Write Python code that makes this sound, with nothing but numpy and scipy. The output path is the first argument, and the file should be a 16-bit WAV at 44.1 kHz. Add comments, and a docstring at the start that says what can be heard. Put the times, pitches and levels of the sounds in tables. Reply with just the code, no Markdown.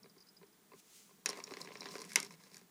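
"""Marble in a wheel toy

A glass marble knocks, bounces and rolls in a hollow plastic wheel toy on carpet, close to a phone.
Each blow rings the shell, wall and rim and adds a hard tick; loose pieces clatter on after it.
Between blows, dense small bumps make the same parts chatter as the marble rolls.
Before it a cat pads by, its collar tag tinkling, and a sleeve swishes as filtered noise.
Under it lie quiet room air, a low wavering hum and a thin whine from two steady tones."""
import sys
import numpy as np
from scipy import signal
from scipy.fft import rfft, irfft
from scipy.io import wavfile
from scipy.ndimage import uniform_filter1d

SR = 44100
rng = np.random.default_rng(int(sys.argv[2]) if len(sys.argv) > 2 else 0)


def transcribe(signal):
    """Save signal, clipped to [-1, 1], as a 16-bit WAV file at the path in sys.argv[1]."""
    frames = np.atleast_2d(signal).T
    limited = np.clip(frames, -1, 1)
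    pcm = np.round(limited * 32767).astype(np.int16)
    wavfile.write(sys.argv[1], SR, pcm)


N = 119070  # length in samples

# The ways each part of the toy can ring: pitch_hz, level_db [relative dB], t60_s [s to fall by 60 dB]
SHELL_MODES = [(263.5, -2, 0.029), (391.3, 2, 0.036), (454, 5, 0.022), (695, 5.5, 0.0092),
               (1034.5, 5.5, 0.02), (1274, 3.5, 0.0072)]
WALL_MODES = [(1657, -3.5, 0.0085), (2095, -0.5, 0.009), (2343, -4.5, 0.0091), (2643, -3, 0.0069),
              (3635, -10, 0.0063)]
RIM_MODES = [(4040, 2.6, 0.0088), (4710, 0.22, 0.0081), (5380, 1.8, 0.011), (5870, 0, 0.0065),
             (6780, 0.96, 0.0063)]

TOUCH_S = .001  # usual time constant with which a struck part starts to sound


def undb(db):
    """Turn decibels into a plain gain."""
    return 10 ** (np.asarray(db, float) / 20)


def unit(x):
    """Scale a sound to an RMS (average strength) of 1."""
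    return x / np.sqrt(np.mean(x ** 2))


def decay(t, t60_s):
    """Fade that falls by 60 dB in t60_s seconds."""
    return np.exp(-np.log(1000) * t / t60_s)


def curve(table, column):
    """Gain that follows a dB column over time, practically silent outside the table."""
    points = np.array(table, float)
    t = np.arange(N) / SR
    return undb(np.interp(t, points[:, 0], points[:, column], left=-140, right=-140))


def coloured(points):
    """Noise whose spectrum follows (Hz, dB) points, with an RMS of 1."""
    points = np.array(points, float)
    hz = np.maximum(np.fft.rfftfreq(N, 1 / SR), 1)
    gain = undb(np.interp(np.log(hz), np.log(points[:, 0]), points[:, 1]))
    return unit(irfft(rfft(rng.standard_normal(N)) * gain, N))


def band(x, hz, width_hz):
    """Two-pole resonance that favours sound near one pitch."""
    return signal.lfilter(*signal.iirpeak(hz, hz / width_hz, fs=SR), x)


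def ring(modes, chance, touch_s=TOUCH_S, loose_db=0):
    """One strike makes fading sine waves, varied by chance and pushed again by a fading chatter; peak 1."""
    scatter_db, detune = 2.5, .015  # typical change of level, and of pitch as a fraction
    chatter_db, chatter_t60_s = -21, .022  # chatter starts at this level plus loose_db
    t = np.arange(SR // 10) / SR
    modes = np.array(modes, float)
    count = len(modes)
    signs = (-1) ** np.arange(count)
    gain = undb(modes[:, 1] + scatter_db * chance[:count]) * signs
    hz = modes[:, 0] * (1 + detune * chance[-count:])
    waves = np.sin(2 * np.pi * hz[:, None] * t) * decay(t, modes[:, 2:])
    tone = (gain @ waves) * -np.expm1(-t / touch_s)  # a longer touch starts more softly
    push = undb(chatter_db + loose_db) * chance * decay(t[:len(chance)], chatter_t60_s)
    push[0] = 1  # the strike itself
    x = signal.fftconvolve(tone, push)
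    return x / np.abs(x).max()


def add(out, start_s, x):
    """Mix a sound into out at a start time, cutting it at the end."""
    i = int(start_s * SR)
    out[i:i + len(x)] += x[:N - i]


def air():
    """Quiet room air: steady noise shaped by a fixed spectrum."""
    # Spectrum shape of the air: pitch_hz, level_db [relative dB per Hz]
    air_colour = [(25, -24), (65, -26), (182, -10.5), (330, -9.5), (445, -8), (524, -19), (600, -16),
                  (787, -16.5), (1030, -16), (1250, -17), (1590, -18), (2400, -20.5), (2820, -24),
                  (3060, -21.5), (8830, -22), (12200, -23.5), (14800, -30.5), (16500, -53)]
    return undb(-69.5) * coloured(air_colour)


def hum():
    """Low hum: noise through two resonances at one pitch, its level wavering."""
    # Level of the hum over time: time_s, level_db [RMS]
    hum_level = [(0.0, -63), (0.28, -80.5), (0.44, -66), (0.53, -80.5), (0.76, -67), (0.86, -89),
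                 (1.2, -67.5), (1.22, -85), (1.29, -61.5), (1.39, -69.5), (1.51, -64.5), (2.14, -62),
                 (2.16, -60), (2.38, -63.5), (2.41, -73.5), (2.62, -67.5), (2.7, -80)]
    hum_hz, width_hz = 184.4, 46
    narrow = band(rng.standard_normal(N), hum_hz, width_hz)
    return curve(hum_level, 1) * unit(band(narrow, hum_hz, 2 * width_hz))


def whine():
    """Thin whine: two steady sine waves so close in pitch that they beat."""
    # Pitches of the two tones: pitch_hz
    whine_pitches = (14970, 15030)
    t = np.arange(N) / SR
    peak = np.sqrt(2) * undb(-80.5)  # RMS dB of each tone, turned into a peak
    return peak * sum(np.sin(2 * np.pi * hz * t) for hz in whine_pitches)


def tag():
    """A small metal tag tinkles as the cat steps away: soft-starting, rattly strikes ring its modes."""
    # Strikes of the tag: start_s, level_db [peak]
    tag_strikes = [(0.031, -50), (0.0957, -56), (0.18, -55.5), (0.2039, -55), (0.2144, -64),
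                   (0.2224, -57.5), (0.2684, -58), (0.2862, -53.5), (0.3667, -54.5), (0.4663, -64),
                   (0.5247, -65)]
    # Ways the tag can ring: pitch_hz, level_db [relative dB], t60_s [s to fall by 60 dB]
    tag_modes = [(4240, 0, 0.0052), (4822, -7, 0.034), (5090, -14.5, 0.056), (5450, 0, .008),
                 (6220, -1, 0.0054), (9900, -12, 0.015)]
    touch_s, rattle_db = .003, 12
    out = np.zeros(N)
    for start_s, level_db in tag_strikes:
        chance = .5 * rng.standard_normal(600)
        add(out, start_s, undb(level_db) * ring(tag_modes, chance, touch_s, rattle_db))
    return out


def paws():
    """The cat's paws jog the toy through the carpet: soft, scuffed thumps ring its parts."""
    # Paw steps: start_s, shell_db [peak], wall_db [peak]
    paw_steps = [(0.042, -55, -58.5), (0.0578, -53, -56.5), (0.1646, -56, -64.5), (0.4131, -55, -64),
                 (0.4291, -53, -57), (0.7174, -51, -59), (0.7335, -50, -54), (1.0917, -59, -69),
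                 (1.1077, -56.5, -67)]
    touch_s, scuff_db = .004, 8
    rim_db = -4.5  # rim level relative to the wall
    out = np.zeros(N)
    for start_s, shell_db, wall_db in paw_steps:
        chance = rng.standard_normal((3, 1000))
        shell = ring(SHELL_MODES, chance[0], touch_s, scuff_db)
        wall = ring(WALL_MODES, chance[1], touch_s / 2, scuff_db)
        rim = ring(RIM_MODES[:2], chance[2])
        add(out, start_s, undb(shell_db) * shell + undb(wall_db) * (wall + undb(rim_db) * rim))
    return out


def sleeve():
    """Cloth brushes past: smooth hiss that swells and fades."""
    # Swishes: peak_s, level_db [RMS at the peak], rise_db_per_s, fall_db_per_s
    swishes = [(0.8, -62, 330, 1500), (0.963, -59.5, 106, 73)]
    # Spectrum shape of the cloth: pitch_hz, level_db [relative dB per Hz]
    cloth_colour = [(710, -43), (1290, -23), (2540, -8.5), (3380, -10), (6860, -4.5), (15000, -17)]
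    t = np.arange(N) / SR
    swell = np.zeros(N)
    for peak_s, level_db, rise, fall in swishes:
        drop_db = np.where(t < peak_s, rise * (peak_s - t), fall * (t - peak_s))
        swell += undb(level_db - drop_db)
    return swell * coloured(cloth_colour)


def bumps():
    """Small pushes at random moments, either way, with a few much stronger than the rest."""
    per_s, scatter_db = 800, 4
    hits = rng.random(N) < per_s / SR
    direction = rng.choice([-1, 1], N)
    return hits * direction * undb(scatter_db * np.minimum(rng.exponential(size=N), 4))


def lurch():
    """Uneven strength of the roll: random levels, smoothed where they step."""
    per_s, lurch_db = 45, 4
    hold = SR // per_s
    steps = np.repeat(rng.standard_normal(N // hold + 1), hold)
    return unit(undb(lurch_db * uniform_filter1d(steps, hold // 2)[:N]))


def roll():
    """Rolling marble: dense uneven bumps ring the toy's parts, and gritty noise rides along with the rim."""
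    # Rolling chatter over time, before lurching: time_s, shell_db [RMS], wall_db [RMS], rim_db [RMS]
    roll_levels = [(1.25, -66, -107, -99), (1.308, -60, -65.5, -67), (1.436, -59, -66.5, -63.5),
                   (1.802, -65.5, -74, -65), (1.862, -55.5, -69, -65), (1.958, -63, -67, -56.5),
                   (2.046, -63.5, -65, -62), (2.126, -65.5, -59, -56), (2.244, -60, -80, -63.5),
                   (2.304, -72.5, -77.5, -69.5), (2.448, -70, -73.5, -68.5), (2.58, -73.5, -74, -67),
                   (2.68, -86, -101, -85)]
    grit_hz, grit_width_hz, grit_db = 6200, 7700, 3.5  # grit level is relative to the rim
    shared = bumps()

    def part(modes):
        """Bumps partly shared by all parts, ringing this one."""
        return unit(signal.fftconvolve(.5 * shared + bumps(), ring(modes, np.zeros(10)))[:N])

    rough = unit(shared) + rng.standard_normal(N)
    grit = unit(band(band(rough, grit_hz, grit_width_hz), grit_hz, grit_width_hz))
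    shell = curve(roll_levels, 1) * part(SHELL_MODES)
    wall = curve(roll_levels, 2) * part(WALL_MODES)
    rim = curve(roll_levels, 3) * unit(part(RIM_MODES) + undb(grit_db) * grit)
    return lurch() * (shell + wall + rim)


def tick(noise):
    """Glass on plastic: a click, its echo across the wheel and a short hiss, all in one high band."""
    tail_db, tail_t60_s = -10, .012
    echo_s, echo_db = .00105, -4
    tick_hz, width_hz = 7370, 4400
    low_hz, top_hz = 3600, 12160
    x = undb(tail_db) * noise * decay(np.arange(len(noise)) / SR, tail_t60_s)
    x[0] = 1  # the click
    x[int(echo_s * SR)] += undb(echo_db)
    x = band(x, tick_hz, width_hz)
    x = signal.lfilter(*signal.butter(3, [low_hz, top_hz], "band", fs=SR), x)
    return x / np.abs(x).max()


def clatter(shake):
    """Loose pieces clatter: spiky noise in a middle band, as strong as the shaking."""
    low_hz, top_hz = 770, 4170
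    loose = rng.standard_normal(N) * rng.exponential(size=N)
    return shake * unit(signal.lfilter(*signal.butter(2, [low_hz, top_hz], "band", fs=SR), loose))


def blows():
    """Every blow rings the three parts and adds a tick; loose pieces clatter on after it."""
    # Blows: start_s, shell_db [peak], wall_db [peak], rim_db [peak], rim_pitch_hz, tick_db [peak]
    blow_list = [(1.2592, -38.5, -24, -21, 6250, -23), (1.2662, -45, -46.5, -37, 4600, -63),
                 (1.2873, -45, -49, -81, 5600, -35), (1.291, -36, -39, -27, 5730, -29),
                 (1.2992, -51, -42, -33, 3970.0, -31.5), (1.3052, -45.5, -45, -41, 6200, -38),
                 (1.3299, -45, -41, -42, 4370, -49), (1.3725, -48.5, -55, -45, 4580, -66.0),
                 (1.4016, -43.5, -41, -45, 4340, -62), (1.4391, -54.5, -59, -32, 6600, -37.5),
                 (1.4705, -58, -67, -45, 4270, -68), (1.4762, -48.5, -44.5, -54, 4360, -65),
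                 (1.5082, -42.5, -44, -46, 4680, -61), (1.5187, -41.5, -50, -48, 5700, -50),
                 (1.5372, -46.5, -38.5, -37.5, 4200, -65.0), (1.5692, -41.5, -39.5, -40.5, 4700, -49),
                 (1.6148, -51, -59, -32, 5000, -42), (1.6475, -49, -53, -45, 4340.0, -51),
                 (1.657, -50.5, -47.5, -56, 4000, -67), (1.6732, -45.5, -40, -48.5, 3860.0, -66.0),
                 (1.687, -50.5, -49, -68, 4200, -72), (1.695, -55, -67, -70, 4200, -70),
                 (1.7056, -45.5, -51, -61, 4220.0, -71), (1.7174, -47, -45.5, -62, 3990.0, -65.0),
                 (1.7248, -71, -70, -46.5, 4650, -67.0), (1.7544, -45, -38.5, -47, 4230.0, -61),
                 (1.771, -57, -61, -43, 5200, -65), (1.799, -60, -55, -56, 5300, -61),
                 (1.8069, -48.5, -70, -35.5, 4900, -43.5), (1.818, -43, -43.5, -44, 4460, -51),
                 (1.8297, -45.5, -46, -44, 4370, -55), (1.8418, -74, -54, -42.5, 4970, -50),
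                 (1.8568, -44, -38.5, -37.5, 4060, -62.0), (1.867, -51, -40.5, -58, 4140.0, -60),
                 (1.8871, -52, -59, -39, 5260, -56), (1.9054, -48, -67, -46, 5270, -60),
                 (1.9395, -45, -46.5, -47, 4790.0, -62), (1.9536, -37.5, -41, -40.5, 4700, -54),
                 (1.9646, -50, -46, -54, 5540.0, -47), (1.9817, -46, -47.5, -40.5, 5750, -46),
                 (1.9907, -47, -60, -39, 5500, -54), (2.0018, -46.5, -51.5, -44, 4960, -47),
                 (2.0174, -44, -49, -35.5, 6000, -37.5), (2.0414, -52, -45.5, -46, 4940, -50),
                 (2.05, -49, -55, -52, 5730.0, -42), (2.1182, -71, -41.5, -47, 5530.0, -41),
                 (2.1326, -57, -56, -43, 6000, -36), (2.158, -33.5, -16, -16.5, 5800, -12.5),
                 (2.173, -40, -60, -49, 5400, -46), (2.2014, -45.5, -44, -30.5, 6200, -26.5),
                 (2.2279, -57, -61, -40, 4970, -41), (2.2292, -49, -41.5, -40, 5700.0, -32),
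                 (2.248, -66, -52, -43, 6140, -36.5), (2.2646, -58, -59, -42, 5070, -57),
                 (2.307, -49.5, -48.5, -49, 5830, -51), (2.3391, -56, -55, -52.5, 4580, -73),
                 (2.4372, -67, -58, -52, 5060, -49), (2.467, -60, -55, -60.5, 4770, -66),
                 (2.5162, -61, -60, -54, 5040, -63), (2.5439, -59.5, -53, -45.5, 5150, -46.5),
                 (2.5574, -64, -58, -52, 5360, -51), (2.5682, -64, -51, -47, 5170, -43.5),
                 (2.58, -73, -64, -58, 5070.0, -50), (2.5925, -64, -60, -61, 4700.0, -54),
                 (2.6133, -56.5, -57, -57, 4750.0, -58)]
    shell_touch_s = .0025
    rim_focus_db = 15  # rim modes weaken by this much per octave away from the rim pitch
    clatter_db, clatter_t60_s = -21, .17  # level relative to the wall knock
    out, shake = np.zeros(N), np.zeros(N)
    fade = decay(np.arange(SR // 4) / SR, clatter_t60_s)
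    for start_s, shell_db, wall_db, rim_db, rim_hz, tick_db in blow_list:
        chance = rng.standard_normal((4, 1000))
        focused = [(hz, db - rim_focus_db * abs(np.log2(hz / rim_hz)), t60_s)
                   for hz, db, t60_s in RIM_MODES]
        add(out, start_s, undb(shell_db) * ring(SHELL_MODES, chance[0], shell_touch_s))
        add(out, start_s, undb(wall_db) * ring(WALL_MODES, chance[1]))
        add(out, start_s, undb(rim_db) * ring(focused, chance[2]))
        add(out, start_s, undb(tick_db) * tick(chance[3]))
        add(shake, start_s, undb(wall_db + clatter_db) * fade)
    return out + clatter(shake)


def room(close):
    """Room echo: the close sound is smeared by a fading, dulled noise tail."""
    room_db, t60_s, top_hz = -17.5, .19, 4100
    t = np.arange(SR // 2) / SR
    tail = rng.standard_normal(len(t)) * decay(t, t60_s) * (t > .004)  # short gap before the echo
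    tail = signal.lfilter(*signal.butter(1, top_hz, fs=SR), tail)
    tail = tail / np.sqrt(np.sum(tail ** 2))
    return undb(room_db) * signal.fftconvolve(close, tail)[:N]


def scene():
    """Thin the toy and tag at the bottom, give them a room, then add the sleeve and background."""
    mic_low_hz = 130
    low_cut = signal.butter(3, mic_low_hz, "high", fs=SR, output="sos")
    close = signal.sosfilt(low_cut, tag() + paws() + roll() + blows())
    background = air() + hum() + whine()
    return (close + room(close) + sleeve() + background)[None]


def record(dry):
    """The phone cuts the top: a steep filter removes the highest treble."""
    top_hz = 16450
    return signal.sosfilt(signal.ellip(10, .2, 70, top_hz, fs=SR, output="sos"), dry)


dry = scene()
out = record(dry)
transcribe(out)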